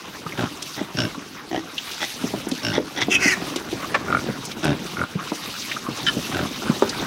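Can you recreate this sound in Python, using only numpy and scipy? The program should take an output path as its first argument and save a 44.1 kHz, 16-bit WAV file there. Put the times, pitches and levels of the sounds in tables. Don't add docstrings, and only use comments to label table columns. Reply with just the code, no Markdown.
import sys
import numpy as np
from scipy import signal
from scipy.io import wavfile

SR = 44100
rng = np.random.default_rng(int(sys.argv[2]) if len(sys.argv) > 2 else 0)


def unload_audio(sound):
    columns = np.transpose(np.atleast_2d(sound))
    steps = np.round(np.clip(columns, -1, 1) * 32767)
    wavfile.write(sys.argv[1], SR, steps.astype(np.int16))


N = 311346

# t/s, length/s, flap rate/Hz, rattle
# level/dB, chest level/dB, throat
GRUNTS = [ (0.376, 0.091, 61.4, -32, -28, "deep"), (0.765, 0.05, 72, -36.5, -41, "hoarse"),
          (0.9712, 0.094, 62.4, -29, -27.5, "rattling"), (1.5135, 0.084, 63.4, -28, -38.5, "hollow"),
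          (2.005, 0.045, 82, -29.5, -52, "hoarse"), (2.632, 0.11, 58, -30.5, -31, "rattling"),
          (2.728, 0.062, 84, -29.5, -33, "hoarse"), (2.962, 0.051, 76, -30.5, -42, "hoarse"),
          (3.008, 0.029, 127, -25.5, -39, "hoarse"), (4.081, 0.119, 45.2, -24.5, -31.5, "nasal"),
          (4.630, 0.11, 79.7, -29, -24, "deep"), (4.969, 0.075, 44, -29, -32.5, "nasal"),
          (6.066, 0.034, 53, -22.5, -41, "shrill"), (6.324, 0.14, 45, -32.5, -30, "deep"), ]
THROAT_MODES = { "rattling": [(593, 48, 7.5), (1530, 143, 6), (2820, 230, 3.5), (3820, 480, -9),
                (4520, 130, -5), (5440, 120, 7.5)], "deep": [(363, 120, -2.5), (695, 200, 2.5),
                (1516, 170, 4.5), (2700, 640, -5.5), (3640, 410, -5), (5500, 1200, -15)],
                "nasal": [(540, 130, -7), (1230, 160, 0.5), (1423, 68, 8.5), (2250, 140, -4),
                (4600, 750, -26)], "hollow": [(327, 29, 13), (736, 127, 4), (1890, 100, 1),
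                (3100, 360, -10), (6000, 650, -17.5)], "shrill": [(1400, 64, -2.5), (1747, 73, 0.5),
                (3070, 94, 3), (3770, 300, -11.5), (5070, 280, -12)], "hoarse": [(320, 95, 4),
                (840, 140, 1.5), (1410, 220, -3), (2003, 154, 4), (3480, 280, 0.5), (5750, 620, -9.5)], }
THROAT_MANNERS = {"rattling": (0.2, 4.8, 0.12), "deep": (0.42, 3.7, .05), "nasal": (0.14, -8, 0.56),
                  "hollow": (0.31, -1, 0.62), "shrill": (.8, -13, 0.19), "hoarse": (1, 3, 0.46)}
# f/Hz, width/Hz, gain/dB
CHEST_MODES = [(105, 66, -1.5), (195, 104, -0.5), (275, 106, -1), (414, 89, -14.5), (584, 42, -12)]
# t/s, length/s, attack/s, level/dB, first f/Hz, last f/Hz, last roughness (0-1)
CRIES = [(3.094, 0.0705, 0.03, -15, 2764, 2560, 0.27), (3.192, .097, 0.039, -15.5, 2240, 1990, 0.4),
         (3.289, .049, 0.004, -18, 2500, 1770, 0.6)]
# multiple of its pitch, width/Hz, gain/dB
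SQUEAL_BANDS = [(.8, 260, -3), (1.0, 380, 2), (1.18, 378, -2), (2.22, 418, -12.5)]
# f/Hz, width/Hz, relative gain/dB
SQUEAL_MOUTH = [(5200, 180, -10.5), (5830, 220, -10.5), (6470, 200, -12.5), (8000, 370, -28),
                (10300, 590, -26), (13900, 1400, -32)]
# f/Hz, width/Hz, gain/dB
BARK_THROAT = [(583, 210, 2), (1100, 175, 8), (1650, 320, 3), (2340, 360, 0), (3040, 1450, -9.5)]
# t/s, peak level/dB, main ring f/Hz, low-pass f/Hz
THUDS = [(0.261, -22, 170, 1200), (0.812, -14.5, 292, 910), (0.947, -21.5, 193, 400),
         (1.175, -21.5, 270, 400), (2.238, -12.5, 272, 620), (2.337, -12, 320, 1030),
         (2.468, -14.5, 340, 560), (2.517, -13, 255, 500), (2.779, -4.5, 425, 597), (2.800, -15, 446, 500),
         (3.083, -9, 340, 700), (3.256, -9.5, 263, 524), (3.559, -16, 378, 910), (3.726, -15, 338, 500),
         (4.263, -17, 370, 900), (4.287, -15, 205, 420), (5.153, -13, 187, 380), (5.318, -13.5, 310, 1290),
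         (5.884, -15.5, 221, 400), (6.167, -11, 216, 363), (6.6955, -5, 224, 507), (6.8222, -2, 399, 2900)]
# multiple of the main ring, gain/dB
BOARD_MODES = [(.62, -2), (1.0, 3), (1.45, -6.5), (2.1, -8), (3.1, -11), (4.2, -17)]
# t/s, peak level/dB, f/Hz, nominal width/Hz
SMACKS = [(0.260, -20.5, 1130, 217), (0.320, -23, 2040, 300), (0.622, -17.5, 3900, 4500),
          (1.144, -25, 1100, 300), (1.779, -13.5, 3060, 694), (2.485, -25.5, 7800, 6030),
          (2.512, -18.5, 3220, 2500), (3.559, -15, 2470, 4830), (4.451, -21, 5400, 6000),
          (4.513, -22.5, 2800, 2980), (4.644, -24.5, 7900, 6000), (4.862, -25, 2200, 4000),
          (5.714, -13, 2040, 1210), (5.763, -18.5, 1290, 350), (6.892, -15, 4870, 2200)]
# start t/s, end t/s, relative level/dB
SPLASHES = [(.3, .74, -40), (1.67, 2.29, -34.5), (2.41, 2.684, -38), (3.242, 3.518, -35.5),
            (5.16, 5.733, -35.5), (5.8, 7.06, -36)]
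# f/Hz, relative level/dB
SLOP_SPECTRUM = [(450, -3), (800, 1.5), (1250, 9.5), (2000, -2), (2900, -5)]
# f/Hz, relative level/dB
SPRAY_SPECTRUM = [(1700, -4.5), (2700, 3), (3600, 1), (4700, 0), (5900, 0.5), (7400, -10), (10500, -10),
                  (15500, -15)]
# f/Hz, width/Hz, relative gain/dB
TROUGH_MODES = [(1420, 210, -12), (2450, 230, -9), (3730, 330, 3)]
# t/s, relative level/dB
BACKGROUND_LEVEL = [(0.0, -42), (0.33, -40.5), (0.75, -46), (1.0, -40.5), (1.38, -45), (2.08, -47),
                    (2.28, -37.5), (3.03, -42.5), (3.15, -33), (3.56, -37.5), (4.13, -32.5), (4.44, -37.5),
                    (4.88, -36.5), (5.21, -42.5), (5.64, -42.5), (6.29, -34), (6.57, -37.5), (7.06, -30.5)]
# f/Hz, relative level/dB
HERD_SPECTRUM = [(25, -19), (45, -12.5), (80, -8.5), (130, -1.5), (300, 2), (480, -7), (750, -9.5),
                 (1200, -19)]

NORMAL_EFFORT_DB, TILT_PER_DB = -29, 1.4
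SQUEAL_PULSE_HZ, CRY_FIRST_ROUGHNESS = 380, 0.88
RASP_LOSS_DB = 9.5
BARK_START_S, BARK_DB, BARK_PITCH_HZ, BARK_SAG_HZ_PER_S = 3.9415, -12.5, 580.6, 2200
MUD_DB, MUD_FOLLOWS = -26.5, 0.35
TREES_T60_S, TREES_DB = 0.3, -21


def grunt(length, flap_hz, rattle_db, chest_db, throat):
    breath, tilt, crest = THROAT_MANNERS[throat]
    tilt = tilt + TILT_PER_DB * (rattle_db - NORMAL_EFFORT_DB)
    t = clock(length * 1.14 + 0.024)
    progress = t / length
    flaps = pulses(flap_hz * (1 + .01 * drift(60, t)))
    air = noise(t) * (puffs(flaps, seconds=.0022) + breath * .5) + 6 * flaps
    air = air * swell(progress, crest, edge=0.58) ** 2
    modes = [(hz, width, db + tilt * np.log10(hz / 1000)) for hz, width, db in THROAT_MODES[throat]]
    rattle = cut(resonate(air, modes), 11400, "low")
    slack = np.clip((progress - .4) * 2, 0, 1)
    rattle = (1 - slack) * rattle + slack * cut(rattle, 5400, "low")
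    beats = pulses(2 * flap_hz * (1.04 - 0.202 * progress + 0.037 * drift(95, t)))
    uneven = 1 + 0.77 * (-1) ** np.cumsum(beats) + 0.51 * drift(148, t)
    growl = (beats * uneven + .03 * noise(t)) * swell(progress, crest=.55, edge=.5)
    chest = cut(resonate(growl, CHEST_MODES), 72, "high", order=4)
    chest = cut(chest, 1000, "low")
    tail_makeup = np.sqrt(len(t) / (length * SR))
    return tail_makeup * (from_db(rattle_db) * rms_one(rattle) + from_db(chest_db) * rms_one(chest))


def squeal(length, attack, level_db, first_hz, last_hz, last_rough):
    t = clock(length + 0.043)
    progress = np.minimum(t / length, 1)
    hz = first_hz + (last_hz - first_hz) * progress
    rough = np.clip(CRY_FIRST_ROUGHNESS + (last_rough - CRY_FIRST_ROUGHNESS) * progress ** 2, 0, 1)
    phase = 2 * np.pi * np.cumsum(hz * (1 + .05 * rough * drift(600, t))) / SR
    beats = pulses(SQUEAL_PULSE_HZ * (1 + .035 * drift(150, t)))
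    gate = puffs(beats, seconds=0.0019)
    air = beats * (1 + .35 * drift(300, t)) + .1 * noise(t) * (gate + .1)
    rasp = 0
    for multiple, width, db in SQUEAL_BANDS:
        carrier, r = np.exp(1j * multiple * phase), np.exp(-np.pi * width / SR)
        band = carrier * signal.lfilter([1], [1, -2 * r, r * r], air / carrier)
        rasp = rasp + from_db(db) * (1 - r) ** 2 * band.real
    mouth = sum(resonate(air, [mode]) * from_db(3 * drift(70, t)) for mode in SQUEAL_MOUTH)
    rasp = cut(rasp, 1600, "high") + 0.43 * cut(mouth, 13000, "low")
    whistle = rms_one(np.sin(phase) * (1 + cut(gate, 1100, "low")))
    hum = from_db(-12) * rms_one(resonate(beats, [(SQUEAL_PULSE_HZ, 160, 0)]))
    clean = 1 - rough ** 2
    voice = np.sqrt(1 - clean ** 2) * rms_one(rasp) + clean * whistle + rough * hum
    effort = from_db(level_db - RASP_LOSS_DB * (rough - .5))
    return effort * envelope(t, attack, hold=length - attack, release=0.0083) * voice


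def bark():
    t = clock(.06)
    hz = BARK_PITCH_HZ - BARK_SAG_HZ_PER_S * t
    air = pulses(hz * (1 + 0.024 * drift(400, t))) + 0.17 * noise(t)
    effort = from_db(BARK_DB) * envelope(t, attack=0.0062, hold=0.0072, release=0.0074)
    return effort * rms_one(cut(resonate(air, BARK_THROAT), 6800, "low"))


def thud(peak_db, ring_hz, cutoff_hz):
    t = clock(.2)
    decay_scale = 0.041 - .001 * peak_db
    push = 0.11 * noise(t) * np.exp(-t / (decay_scale * 0.18))
    push[0] += 1.9
    width_hz = 1.93 * 1.38 / decay_scale
    modes = [(ring_hz * multiple, width_hz * multiple, db) for multiple, db in BOARD_MODES]
    boards = cut(resonate(push, modes), cutoff_hz, "low", order=3)
    return from_db(peak_db) * boards / np.abs(boards).max()


def smack(peak_db, hz, width, rise_s=0.0088 * 0.39):
    t = clock(.08)
    burst = noise(t) * t * np.exp(-t / rise_s)
    hollow = [(hz, 1.2 * width, 0)]
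    pop = resonate(resonate(burst, hollow), hollow)
    return from_db(peak_db) * pop / np.abs(pop).max()


def feed(t, background_db):
    power = from_db(MUD_DB + MUD_FOLLOWS * background_db) ** 2
    rise_s = 0.18
    for start, end, db in SPLASHES:
        splash = from_db(db) * envelope(t - start, rise_s, hold=end - start - rise_s, release=0.13)
        power = power + splash ** 2
    wet_db = 10 * np.log10(power)
    slop_db = (background_db + wet_db) / 2
    slop = patter(SLOP_SPECTRUM, per_s=200, spread_db=3.0, bed=0.95, flicker_db=5.0)
    spray = patter(SPRAY_SPECTRUM, per_s=600, spread_db=3.5, bed=1.34, flicker_db=3.0)
    wet = from_db(slop_db - 1.0) * slop + from_db(wet_db - 1.28) * spray
    ring = sum(resonate(wet, [mode]) for mode in TROUGH_MODES)
    return 1.05 * wet + 0.38 * ring


def herd(background_db):
    shuffle = patter(HERD_SPECTRUM, per_s=70, spread_db=2.5, bed=0.5, flicker_db=2.5)
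    return from_db(background_db + 2.55) * shuffle


def trees(x):
    t = clock(.5)
    scatter = noise(t) * from_db(-60 * t / TREES_T60_S) * (t > .006)
    tail = cut(scatter, 5300, "low")
    return signal.fftconvolve(x, tail / np.linalg.norm(tail))[:N]


def patter(spectrum, per_s, spread_db, bed, flicker_db):
    t = np.arange(N) / SR
    hz, db = np.transpose(spectrum)
    edges = 20 * 2 ** (np.arange(30) / 3)
    shared_flicker = from_db(flicker_db * 0.58 * drift(25, t))
    sources = []
    for _ in range(3):
        hits = rng.random(N) < per_s / SR
        sizes = from_db(spread_db * np.minimum(rng.exponential(1, N), 4))
        grains = hits * sizes * rng.choice([-1, 1], N)
        sources.append(rms_one(grains) + bed * rng.standard_normal(N))
    out, coarse_t = np.zeros(N), t[::64]
    for k, (low, high) in enumerate(zip(edges, edges[1:])):
        centre = np.sqrt(low * high)
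        wander_db = flicker_db * drift(40, coarse_t)
        if hz[0] < centre < hz[-1]:
            gain = from_db(np.interp(np.log(centre), np.log(hz), db) + wander_db)
            out += np.interp(t, coarse_t, gain) * cut(sources[k % 3], [low, high], "band")
    return rms_one(out * shared_flicker)


def resonate(x, modes):
    out = 0
    for k, (hz, width, db) in enumerate(modes):
        r = np.exp(-np.pi * width / SR)
        poles = [1, -2 * r * np.cos(2 * np.pi * hz / SR), r * r]
        ring = signal.lfilter([1, 0, -1], poles, x + 1e-18)
        out = out + (-1) ** k * from_db(db) * (1 - r * r) / 2 * ring
    return out


def pulses(hz):
    return np.diff(np.floor(np.cumsum(hz) / SR), prepend=-1)


def puffs(clicks, seconds):
    return signal.lfilter([1], [1, -np.exp(-1 / (seconds * SR))], clicks)


def swell(progress, crest, edge):
    return np.interp(progress, [0, np.clip(crest, .02, .9), 1, 1.1], [edge, 1, edge, 0])


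def envelope(t, attack, hold, release):
    return np.clip(t / attack, 0, 1) * np.exp(-np.maximum(t - attack - hold, 0) / release)


def noise(t):
    return rng.standard_normal(SR // 2)[:len(t)]


def drift(rate, t):
    return np.interp(t * rate, np.arange(4096), rng.standard_normal(4096))


def cut(x, hz, kind, order=2):
    return signal.sosfilt(signal.butter(order, hz, kind, fs=SR, output="sos"), x)


def from_db(db):
    return 10 ** (np.asarray(db) / 20)


def rms_one(x):
    return x / np.sqrt(np.mean(x ** 2) + 1e-20)


def clock(seconds):
    return np.arange(int(seconds * SR)) / SR


def add(track, start_s, sound):
    i = int(start_s * SR)
    track[i:i + len(sound)] += sound[:N - i]


def scene():
    pigs = np.zeros(N)
    for table, source in ((GRUNTS, grunt), (THUDS, thud), (SMACKS, smack), (CRIES, squeal)):
        for start_s, *row in table:
            add(pigs, start_s, source(*row))
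    add(pigs, BARK_START_S, bark())
    t = np.arange(N) / SR
    background_db = np.interp(t, *np.transpose(BACKGROUND_LEVEL))
    return (pigs + from_db(TREES_DB) * trees(pigs) + herd(background_db) + feed(t, background_db))[None]


def record(dry):
    low_pass = signal.ellip(10, .1, 80, 15750, fs=SR, output="sos")
    return signal.sosfilt(low_pass, np.clip(dry, -1, 1))


dry = scene()
out = record(dry)
unload_audio(out)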